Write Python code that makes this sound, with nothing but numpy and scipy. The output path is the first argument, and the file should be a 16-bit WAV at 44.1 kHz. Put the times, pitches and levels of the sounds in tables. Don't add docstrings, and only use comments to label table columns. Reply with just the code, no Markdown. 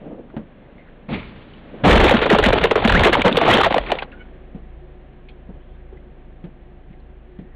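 import sys
import numpy as np
from scipy import signal
from scipy.fft import rfft, irfft, next_fast_len
from scipy.io import wavfile
from scipy.ndimage import uniform_filter1d

SR = 44100
rng = np.random.default_rng(int(sys.argv[2]) if len(sys.argv) > 2 else 0)


def master(y):
    cut = np.clip(np.atleast_2d(y).T, -1, 1)
    pcm = np.round(cut * 32767)
    wavfile.write(sys.argv[1], SR, pcm.astype(np.int16))


def rack_gain(trim_db):
    fader = np.asarray(trim_db, float)
    return 10 ** (fader / 20)


N = 332955
TIME_S = np.arange(N) / SR
CRASH_S, AT_REST_S = 1.835, 4.05


def noise(n=N):
    return rng.standard_normal(n)


def unit(x):
    return x / np.sqrt(np.mean(x ** 2))


def shaped(x, points):
    hz, db = np.transpose(points)
    size = next_fast_len(N)
    log_hz = np.log(np.maximum(np.arange(size // 2 + 1) * SR / size, 1))
    gain = rack_gain(np.interp(log_hz, np.log(hz), db))
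    return irfft(rfft(x, size, axis=-1) * gain, size, axis=-1)[..., :N]


def band(x, hz, width_hz):
    return signal.lfilter(*signal.iirpeak(hz, hz / width_hz, fs=SR), x)


def band_twice(x, hz, width_hz, outer_width_hz):
    return band(band(x, hz, width_hz), hz, outer_width_hz)


def walk(rate_hz):
    hold = int(SR / rate_hz)
    steps = np.repeat(noise(N // hold + 1), hold)
    return 1.25 * uniform_filter1d(steps, hold)[:N]


def grit(spread_db, rate_hz):
    return unit(noise() * rack_gain(spread_db * walk(rate_hz)))


def smooth_noise(n, size):
    return unit(uniform_filter1d(noise(n), size=size))


def sweep(hz):
    return np.sin(2 * np.pi * np.cumsum(hz) / SR)


def add(out, start_s, x):
    i = int(start_s * SR)
    out[i:i + len(x)] += x[:N - i]


def swell(peak_s, peak_db, rise_db_s, fall_db_s):
    late_s = TIME_S - peak_s
    return rack_gain(peak_db + np.minimum(rise_db_s * late_s, -fall_db_s * late_s))


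# start_s, road_db, firing_hz
CABIN = [
    (0, -44.5, 23.8),
    (.2, -49, 24.8),
    (.72, -46.5, 24.7),
    (1.3, -47, 25.6),
    (1.6, -45, 26),
    (1.82, -37, 27.6),
    (4.05, -44, 27.7),
    (4.59, -49, 27.9),
    (7.55, -52, 27.3),
]
# hz, density_db
ROAD_COLOUR = [(50, -38), (85, -11), (108, -15.5), (135, -7), (217, -4.5), (388, -11.5), (509, -8.5),
               (793, -16.5), (1440, -23.5), (1570, -19), (3050, -28.5), (4290, -35), (5000, -56),
               (6500, -92), (11000, -120)]
# multiple, relative_db
HIGHER_ORDERS = [(3, -13.5), (5, -11)]
# pitch_hz, level_db
MOTOR_WHINE = [(360.7, -54.5), (745, -63)]


def cabin():
    start_s, road_db, firing_hz = np.transpose(CABIN)
    road_db = np.interp(TIME_S, start_s, road_db)
    firing_hz = np.interp(TIME_S, start_s, firing_hz)
    flicker = 0
    for hz in 80 * 2. ** np.arange(7):
        flicker = flicker + band_twice(grit(150 / (hz + 40), 16), hz, hz, hz)
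    road = rack_gain(road_db) * unit(shaped(flicker, ROAD_COLOUR))

    first_db = np.where(TIME_S < CRASH_S, -52, -46.5)
    second_db = np.where(TIME_S < CRASH_S, -57.5, -48)
    turn = 2 * np.pi * np.cumsum(firing_hz * (1 + 0.016 * walk(25.34))) / SR
    orders = [(1, first_db), (2, second_db)]
    orders += [(multiple, first_db + db) for multiple, db in HIGHER_ORDERS]
    engine = rack_gain(first_db - 6) * unit(band(noise(), 38, 25))
    for multiple, db in orders:
        engine = engine + np.sqrt(2) * rack_gain(db + 1.7 * walk(6)) * np.sin(multiple * turn)

    whine = np.zeros(N)
    for hz, db in MOTOR_WHINE:
        tone = unit(band_twice(noise(), hz, 23, 33)) / 1.49
        whine += np.sqrt(2) * rack_gain(db + walk(5.5)) * tone
    return road + engine + whine * (TIME_S > AT_REST_S)


# start_s, length_s, level_db, pitch_hz
JUDDER = [
    (0, 0.12, -39.5, 185),
    (0.051, 0.036, -36.5, 280),
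    (0.095, 0.051, -38, 300),
    (0.117, 0.05, -38, 236),
    (0.163, 0.058, -35.5, 278),
    (0.201, 0.12, -45.5, 230),
    (0.333, 0.03, -37, 332),
    (1.737, 0.017, -38.5, 200),
    (1.776, 0.011, -39, 223),
    (1.796, 0.046, -39, 179),
]


def judder():
    out, t = np.zeros(N), np.arange(SR // 6) / SR
    for start_s, length_s, level_db, pitch_hz in JUDDER:
        slip = unit(band_twice(noise(len(t)), pitch_hz, 55, 294))
        slip += 0.8 * unit(band(band(noise(len(t)), 550, 160), 330, 260))
        slip *= np.sin(np.pi * np.minimum(t / length_s, 1)) ** 0.6
        add(out, start_s, rack_gain(level_db + 9.5) * slip / np.abs(slip).max())
    return out


# start_s, peak_db, ring_hz, click_minus_thump_db
THUMPS = [
    (0.364, -19, 217, -49.5),
    (0.388, -34, 300, -35),
    (4.545, -24, 174, -33),
    (5.123, -40, 51.1, -23),
    (5.487, -29.5, 183, -41.5),
    (5.538, -35, 62.7, -31),
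    (5.923, -34.5, 375, -36.5),
    (6.438, -25.5, 176, -23.5),
    (6.899, -36.5, 151, -25),
    (7.386, -28.5, 187, -21),
]


def wiper_thumps():
    out, t = np.zeros(N), np.arange(SR // 6) / SR
    rebound_s, rebound_db = 0.035, -13.5
    blow = np.exp(-(t / 0.015) ** 2)
    blow += rack_gain(rebound_db) * np.exp(-((t - rebound_s) / 0.013) ** 2)
    sagging_t = t + 0.00071 * (1 - np.exp(-t / 0.0021))
    for start_s, peak_db, ring_hz, click_db in THUMPS:
        a, b = noise((2, len(t)))
        thump = np.sin(2 * np.pi * ring_hz * sagging_t) * blow
        scuttle = 0.36 * unit(band(band(a, 150, 87), 160, 200))
        scuttle += 0.26 * unit(band(band(b, 356, 210), 300, 700))
        scuttle *= np.minimum(t / 0.0064, 1) * np.exp(-t / 0.029)
        click = unit(band_twice(b, 1300, 1800, 2500)) * np.exp(-t / 0.018)
        add(out, start_s + 0.00284, rack_gain(peak_db) * (thump + scuttle + rack_gain(click_db + 1.5) * click))
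    return out


# start_s, peak_db, pitch_hz, t60_s
TICKS = [(0.39, -47, 1800, 0.045), (.372, -28.5, 1600, 0.027), (0.366, -27, 550, 0.039),
         (.367, -65, 2800, .05), (.3, -45.5, 1330, 0.061), (.62, -53, 1950, .06), (0.87, -49, 1630, 0.22),
         (.78, -48, 2110, 0.29), (1.535, -38, 2940, 0.05), (3.835, -36, 2000, .08),
         (3.885, -25, 2100, 0.084), (3.897, -20.5, 760, 0.17), (3.968, -30.5, 800, 0.25),
         (3.99, -23.5, 2530, 0.051), (4.124, -40, 1650, .12), (4.118, -37, 2700, 0.035),
         (4, -49, 2700, 0.044), (4.1, -50, 1960, 0.055), (5.13, -56, 2400, 0.048),
         (5.286, -41, 2370, 0.071), (5.289, -45.5, 3260, 0.088), (5.288, -44, 4200, 0.054),
         (7, -54, 4200, 0.033), (5.97, -50.5, 2000, 0.069), (6.93, -46, 2030, 0.042)]


def ticks():
    out, t = np.zeros(N), np.arange(SR // 6) / SR
    for start_s, peak_db, pitch_hz, t60_s in TICKS:
        ring = unit(band(noise(len(t)), pitch_hz, 160))
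        add(out, start_s, rack_gain(peak_db) * ring * np.exp(-np.log(1000) * t / t60_s))
    return out


def graze(peak_db, grow_db_s, fall_db_s, linger_db, fade_db_s):
    touch_s, deepest_s = 1.08, 1.139
    on = np.clip((TIME_S - touch_s) / 0.0089, 0, 1) ** 2
    push = swell(deepest_s, peak_db, grow_db_s, fall_db_s)
    linger = swell(deepest_s, linger_db, grow_db_s, fade_db_s)
    return on * np.hypot(push, linger)


def glance():
    panel = unit(band(grit(0.83, 60), 200, 62)) + 0.45 * unit(band(grit(2.7, 90), 420, 210))
    scrape = 0.8 * unit(band(grit(2.2, 91), 2500, 2200)) + 0.6 * unit(band(grit(2.1, 150), 1250, 800))
    shriek = unit(band_twice(grit(2.5, 150), 2250, 400, 900))
    shell = unit(band(noise(), 69, 55))
    out = graze(-21.5, 133, 282, linger_db=-36, fade_db_s=37.5) * unit(panel)
    out += graze(-31, 280, 125, linger_db=-43, fade_db_s=21.5) * unit(scrape)
    out += graze(-31, 250, 150, linger_db=-50, fade_db_s=40) * shriek
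    out += graze(-30, 204, 224, linger_db=-42, fade_db_s=27.5) * shell
    return out


# start_s, peak_db, pitch_hz, decay_ms
SLAMS = [
    (1.834, -12, 140, 30),
    (1.98, -10, 40, 50),
    (2.14, -14, 110, 20),
    (2.62, -16, 170, 25),
    (3.25, -14, 190, 30),
    (3.5, -13, 100, 40),
    (3.8, -26, 45, 60),
]


def slams():
    out, t = np.zeros(N), np.arange(SR // 4) / SR
    for start_s, peak_db, pitch_hz, decay_ms in SLAMS:
        swing = np.sin(2 * np.pi * pitch_hz * t) * np.minimum(t / .004, 1)
        add(out, start_s, rack_gain(peak_db) * swing * np.exp(-1000 * t / decay_ms))
    return out


# peak_s, rattle_db, boom_db
LURCHES = [(1.87, -47, -21.5), (1.93, -27, -17), (2.013, -8.5, -21), (2.201, -17.5, -36),
           (2.389, -20.5, -31.5), (2.49, -19, -23.5), (2.633, -20, -35.5), (2.85, -22, -31),
           (2.981, -17.5, -17), (3.06, -17.5, -46), (3.2, -23.5, -37), (3.353, -28, -38),
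           (3.533, -9.5, -32), (3.682, -32, -38), (3.88, -31.5, -67)]
# centre_s, half_length_ms, change_db
LULLS = [(1.99, 6, -9), (2.027, 6, -8.5), (2.16, 5, -6.5), (2.198, 8, -5.5), (2.287, 10, 2), (2.375, 7, -5),
         (2.423, 6, -6), (2.517, 8, -7), (2.626, 4, -4), (2.69, 15, -4.5), (2.745, 10, -2),
         (2.868, 5, -8.5), (2.985, 5, -11), (3.113, 12, -5.5), (3.232, 10, -7), (3.335, 8, -6),
         (3.522, 5, -10.5), (3.577, 4, -14), (3.625, 7, -11.5), (3.65, 3, -9.5), (3.697, 10, -9.5),
         (3.755, 5, -4), (3.778, 4, -2)]
# hz, density_db
DEBRIS_COLOUR = [(70, -36.5), (120, -8), (330, -2.5), (500, 0.5), (800, -4), (1900, -9.5), (3600, -12),
                 (4600, -20.5), (6500, -38)]


def wreck():
    rattle_power, boom_power, lull_db = np.zeros((3, N))
    for peak_s, rattle_db, boom_db in LURCHES:
        rattle_power += swell(peak_s, rattle_db, rise_db_s=139, fall_db_s=93) ** 2
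        boom_power += swell(peak_s, boom_db, rise_db_s=146.5, fall_db_s=134) ** 2
    for centre_s, half_ms, change_db in LULLS:
        lull_db += change_db * np.exp(-(1000 * (TIME_S - centre_s) / half_ms) ** 2)
    debris = np.sqrt(rattle_power) * rack_gain(lull_db) * unit(shaped(grit(3.5, 200), DEBRIS_COLOUR))
    boom = unit(band(noise(), 58, 33))
    boom += .6 * unit(band(noise(), 32, 30))
    boom += .5 * unit(band(noise(), 100, 75))
    both = rack_gain(3.5) * debris + rack_gain(6.0) * np.sqrt(boom_power) * unit(boom)
    return both * np.clip((TIME_S - CRASH_S) / .015, 0, 1) * (TIME_S < AT_REST_S)


def contact(t, ms, rise, tail_db, tail_s):
    hold_s = max(ms, 1.5) / 1000
    held = np.exp(-(t / hold_s) ** 3)
    return np.minimum(t / (rise * hold_s), 1) * (held + rack_gain(tail_db) * np.exp(-t / tail_s))


def add_ring(out, start_s, peak_db, ring_hz, contact_ms):
    t = np.arange(SR // 10) / SR
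    crumple = min(contact_ms / 60, 1)
    waver = 1 + (0.059 + 0.11 * crumple) * smooth_noise(len(t), 300)
    sag = 1 + 1.222 * np.exp(-t / 0.001752)
    ring = (1 - 0.29 * crumple) * sweep(ring_hz * waver * sag)
    ring += (0.4 + .6 * crumple) * unit(band(noise(len(t)), 550, 440))
    envelope = contact(t, 1.14 * contact_ms, 0.25, tail_db=-19, tail_s=0.02)
    add(out, start_s - .0003, rack_gain(peak_db - 2.15) * ring * envelope)


def add_crack(out, start_s, peak_db, pitch_hz, length_ms):
    t = np.arange(SR // 10) / SR
    crack = 0.52 * unit(band(noise(len(t)), pitch_hz, 300))
    crack += 0.55 * unit(band(noise(len(t)), 1900, 4700))
    envelope = contact(t, 1.28 * length_ms, 0.62, tail_db=-12, tail_s=0.0085)
    add(out, start_s + .0003, rack_gain(peak_db + 6.5) * crack * envelope)


def add_opening_crack(out, start_s, peak_db):
    a, b = noise(2).clip(-2, 2)
    add_crack(out, start_s - 0.002005, peak_db, 1840 * 1.1 ** a, 2.62 * 1.6 ** b)


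# start_s, peak_db (before overload), ring_hz, contact_ms
FOLDS = [(1.836, -1, 261, 71), (1.872, 6, 186, 12.3), (1.893, 6.5, 450, 17), (1.914, -3.5, 453.6, 43),
         (1.954, 2.5, 614, 7.7), (1.961, 1, 210, 9.3), (2.037, 1.5, 357, 15.5), (2.11, 7.5, 486, 10),
         (2.139, 0, 228, 14.5), (2.254, -10, 521, 16.5), (2.307, 4, 403, 19), (2.329, 6, 220.6, 10.1),
         (2.388, -2, 400, 14), (2.461, 1, 198, 11.6), (2.531, 5, 397.4, 8.1), (2.641, 1.5, 439, 12.2),
         (2.7569, -1, 414, 11), (2.851, 6, 216, 9.2), (2.947, -3, 185, 12), (2.975, -15.5, 192, 23),
         (3.052, 6, 420.3, 24), (3.243, -1, 519.3, 40.6), (3.342, -17, 170, 22), (3.412, -3.5, 647, 13.4),
         (3.476, 2, 703, 21), (3.538, -5.5, 230, 17), (3.583, -9.5, 650, 10.5), (3.607, -4, 753, 9),
         (3.66, 0, 728, 12), (3.76, -8, 518, 14.6)]


def folds():
    out = np.zeros(N)
    softer_db_ms = 1
    for start_s, peak_db, ring_hz, contact_ms in FOLDS:
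        add_ring(out, start_s, peak_db, ring_hz, contact_ms)
        add_opening_crack(out, start_s, peak_db - 2 - softer_db_ms * contact_ms)
    return out


# start_s, peak_db, pitch_hz, ring_ms
SNAPS = [(1.847, -12.5, 1460, 3), (1.86, -7.5, 1020, 3), (1.902, -5.5, 1200, 3), (1.95, -5, 1190, 3),
         (2.011, -6, 1290, 3), (2.223, -10.5, 810, 3), (2.229, -4.5, 1370, 3), (2.262, -8, 1290, 3),
         (2.265, -7.5, 926, 3), (2.322, -2.5, 1530, 3), (2.354, -7, 1180, 3), (2.451, -1.5, 1840, 3),
         (2.525, -4, 1400, 3), (2.561, -10, 805, 3), (2.656, -8, 990, 3), (2.71, -1.5, 1860, 3),
         (2.755, -7, 1110, 3), (2.775, -13, 1060, 3), (2.858, -4, 860, 3), (2.875, -3, 2360, 3),
         (2.882, -5, 3500, 3), (2.892, -8, 2370, 3), (2.9, 0.5, 977, 3), (2.922, -4.5, 1660, 3),
         (2.938, -4, 1550, 3), (2.997, -9, 937, 3), (3.018, -5.5, 880, 3), (3.045, -1, 1850, 3),
         (3.083, -6, 972, 3), (3.292, -14.5, 896, 3), (3.357, -7.5, 1040, 3), (3.384, -6, 853, 3),
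         (3.413, -1, 890, 3), (3.463, -4.5, 1020, 3), (3.467, -5.5, 829, 3), (3.49, -5, 1740, 3),
         (3.525, -4.5, 1340, 3), (3.547, -3.5, 1050, 3), (3.56, -7, 900, 3), (3.58, -6, 829, 3),
         (3.633, -7, 1180, 3), (3.641, -6.5, 1840, 3), (3.653, -4.5, 867, 3), (3.682, -18, 1930, 3),
         (3.707, -11, 1190, 3), (3.802, -25, 918, 3), (3.863, -21, 2210, 3), (3.95, -27, 1030, 3)]


def snaps():
    out, t = np.zeros(N), np.arange(SR // 30) / SR
    for start_s, peak_db, pitch_hz, ring_ms in SNAPS:
        ring = sweep(pitch_hz * (1 + .4 * np.exp(-t / 0.001)))
        rough = .5 * unit(band(noise(len(t)), pitch_hz + 600, 2600))
        envelope = np.minimum(t / .0004, 1) * np.exp(-1000 * t / max(ring_ms, .6))
        add(out, start_s + .0004, rack_gain(peak_db - 1) * (ring + rough) * envelope)
    return out


# start_s, peak_db, pitch_hz, length_ms
CRACKS = [(1.904, -3.5, 1970, 13.3), (1.925, -4, 1315, 7.8), (1.978, -6.5, 1603, 1.3),
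          (2.04, 4.5, 1746, 3.3), (2.076, -11, 2420, 11), (2.165, -13.5, 1330, 6.3),
          (2.213, -16.5, 1733, 7.8), (2.299, -6, 1867, 4.4), (2.385, -3.5, 1125, 3.2),
          (2.457, -6, 2944, 7.9), (2.583, -14.5, 2750, 2.8), (2.637, -1.5, 2030, 4.4),
          (2.845, -11.5, 1835, 1), (2.921, -7.5, 1417, 3.6), (2.949, -9.5, 1494, 2.7),
          (2.9911, -9.5, 2216, 5), (3.044, -2, 1915, 7.1), (3.07, -1.5, 1830, 2.7), (3.14, -11, 1915, 4.8),
          (3.216, -9, 2283, 4.3), (3.279, -5, 1380, 2.2), (3.325, -16.5, 3610, 2.4),
          (3.368, -2.5, 3355, 5.8), (3.501, -4.5, 1996, 13.6), (3.536, -1.5, 3255, 4.7),
          (3.571, -8.5, 1730, 3), (3.611, -5.5, 1194, 4), (3.632, -5, 1135, 4), (3.904, -22, 2350, 1.8),
          (4.018, -27, 1470, 12.6)]


def cracks():
    out = np.zeros(N)
    for start_s, peak_db, pitch_hz, length_ms in CRACKS:
        add_crack(out, start_s, peak_db, pitch_hz, length_ms)
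    return out


# start_s, peak_db (before overload), ring_hz, crack_db
BOUNCES = [(2.003, -2, 600, -5), (2.053, 2, 349, -17.5), (2.095, 4, 700, -3.5), (2.348, 2.5, 580, -14.5),
           (2.361, -8, 411, -20), (2.439, -1.5, 565, -0.5), (2.486, -1, 536, -10.5), (2.504, -3, 596, -25),
           (2.557, -10, 595, -25), (2.7125, 4, 417, -9), (2.778, -7.5, 470, -24.5),
           (2.803, -18, 564, -28.5), (2.824, -14, 600, -22), (2.877, -8.5, 407, -7.5), (2.9, -2, 567, -11),
           (3.008, -7.5, 564, -9), (3.036, -5.5, 323, 3), (3.093, -8, 351, -23.5), (3.129, -0.5, 465, 0),
           (3.152, 3.5, 850, -18), (3.185, -11.5, 259, -31.5), (3.372, 8, 461, -20.5),
           (3.513, 6.5, 887, -16.5), (3.645, -3, 848, -4), (3.707, -7, 594, -21), (3.724, -14, 650, -18),
           (3.743, 2.5, 617, -14.5), (3.782, -5, 608, -11.5), (3.919, -1, 523, -7.5),
           (4.023, -14.5, 730, -28),
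           (2.068, -6.5, 590, -11), (2.208, -40.5, 452, -33.5), (2.238, -24.5, 385, -13),
        (2.408, -17, 787, -26.5), (2.43, -10, 479, -10), (2.579, -12.5, 612, -21.5),
        (2.615, -16, 808, -21.5), (2.79, -15.5, 800, -26.5), (2.895, -14, 700, -11),
        (3.169, -7.5, 450, -27), (3.252, -0.5, 213.6, -22), (3.314, -13.5, 230, -21),
        (3.328, -20.5, 267, -33), (3.388, -20, 487, -15), (3.69, -37, 513, -37), (3.953, -23, 520, -27),
        (3.867, -35, 600, -33), (3.987, -37, 700, -22), (3.925, -16, 387, -35)]


def bounces():
    out = np.zeros(N)
    cycles = 3.07
    for start_s, peak_db, ring_hz, crack_db in BOUNCES:
        add_ring(out, start_s, peak_db, ring_hz, 1000 * cycles / ring_hz)
        add_opening_crack(out, start_s, crack_db)
    return out


def squeal():
    out, t = np.zeros(N), np.arange(SR // 10) / SR
    start_s, length_s, from_hz, to_hz, level_db = 2.945, .043, 1380, 2380, -2
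    along = np.minimum(t / length_s, 1)
    glide = sweep(from_hz + (to_hz - from_hz) * along)
    add(out, start_s, rack_gain(level_db - 15 * along) * glide * np.sin(np.pi * along) ** .3)
    return out


def belt():
    hiss = unit(band_twice(noise(), 1830, 400, 550))
    return rack_gain(-69.5 + 1.7 * walk(2.6)) * hiss * (TIME_S > AT_REST_S)


# start_s, length_s, pitch_hz, partial_2_db, fall_db (per partial)
SQUEAKS = [
    (4.126, 0.034, 722, -45, 20),
    (4.166, 0.022, 760, -46, 18),
    (4.188, 0.049, 741, -43, 2.5),
    (4.249, .015, 735, -52, 7),
]


def squeaks():
    out, t = np.zeros(N), np.arange(SR // 6) / SR
    for start_s, length_s, pitch_hz, second_db, fall_db in SQUEAKS:
        envelope = np.sin(np.pi * np.minimum(t / length_s, 1))
        envelope = envelope * rack_gain(4.1 * smooth_noise(len(t), 150))
        turn = 2 * np.pi * np.cumsum(pitch_hz * (1 + 0.0092 * smooth_noise(len(t), 200))) / SR
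        stack = sum(rack_gain(second_db - fall_db * k ** 1.7) * np.sin((k + 2) * turn) for k in range(3))
        add(out, start_s, envelope * stack)
    return out


def creak():
    start_s, length_s, from_hz, to_hz, level_db = 5.5, .27, 3200, 3550, -74
    along = np.clip((TIME_S - start_s) / length_s, 0, 1)
    hz = (from_hz + (to_hz - from_hz) * along ** 3) * (1 + .045 * walk(300))
    gain = rack_gain(level_db + 11 * along + 3.5 * walk(60)) * np.sin(np.pi * along) ** .4
    return gain * sweep(hz)


def scene():
    driving = cabin() + judder() + wiper_thumps() + ticks() + glance()
    crash = slams() + wreck() + folds() + snaps() + cracks() + bounces() + squeal()
    aftermath = belt() + squeaks() + creak()
    return (driving + crash + aftermath)[None]


def band_limit(x):
    return signal.sosfilt(signal.butter(12, 15850, fs=SR, output="sos"), x)


# hz, gain_db
PASSBAND = [(30, 3), (3500, -2.5), (4100, -8), (4650, -15.5), (7000, -14), (14800, -19), (15500, -39.5),
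            (16000, -65.5)]


def record(dry):
    rail, knee = .385, 10
    x = signal.sosfilt(signal.ellip(5, 1, 42, 4600, fs=SR, output="sos"), dry)
    x = x + .12 * np.clip(x, -rail, rail) ** 2
    railed = x / (1 + np.abs(x / rail) ** knee) ** (1 / knee)

    grain_s, grain_db, hiss_db = 0.00402, -47, -84.5
    loudness = uniform_filter1d(np.abs(railed), size=int(grain_s * SR), axis=-1)
    hiss = noise()
    grain = unit(band_twice(hiss, 6400, 2500, 3000)) + 1.1 * hiss
    noisy = railed + rack_gain(hiss_db) * hiss + rack_gain(grain_db) * loudness * grain
    low_cut = signal.butter(1, 15, "high", fs=SR, output="sos")
    return band_limit(signal.sosfilt(low_cut, shaped(noisy, PASSBAND)))


dry = scene()
out = record(dry)
master(out)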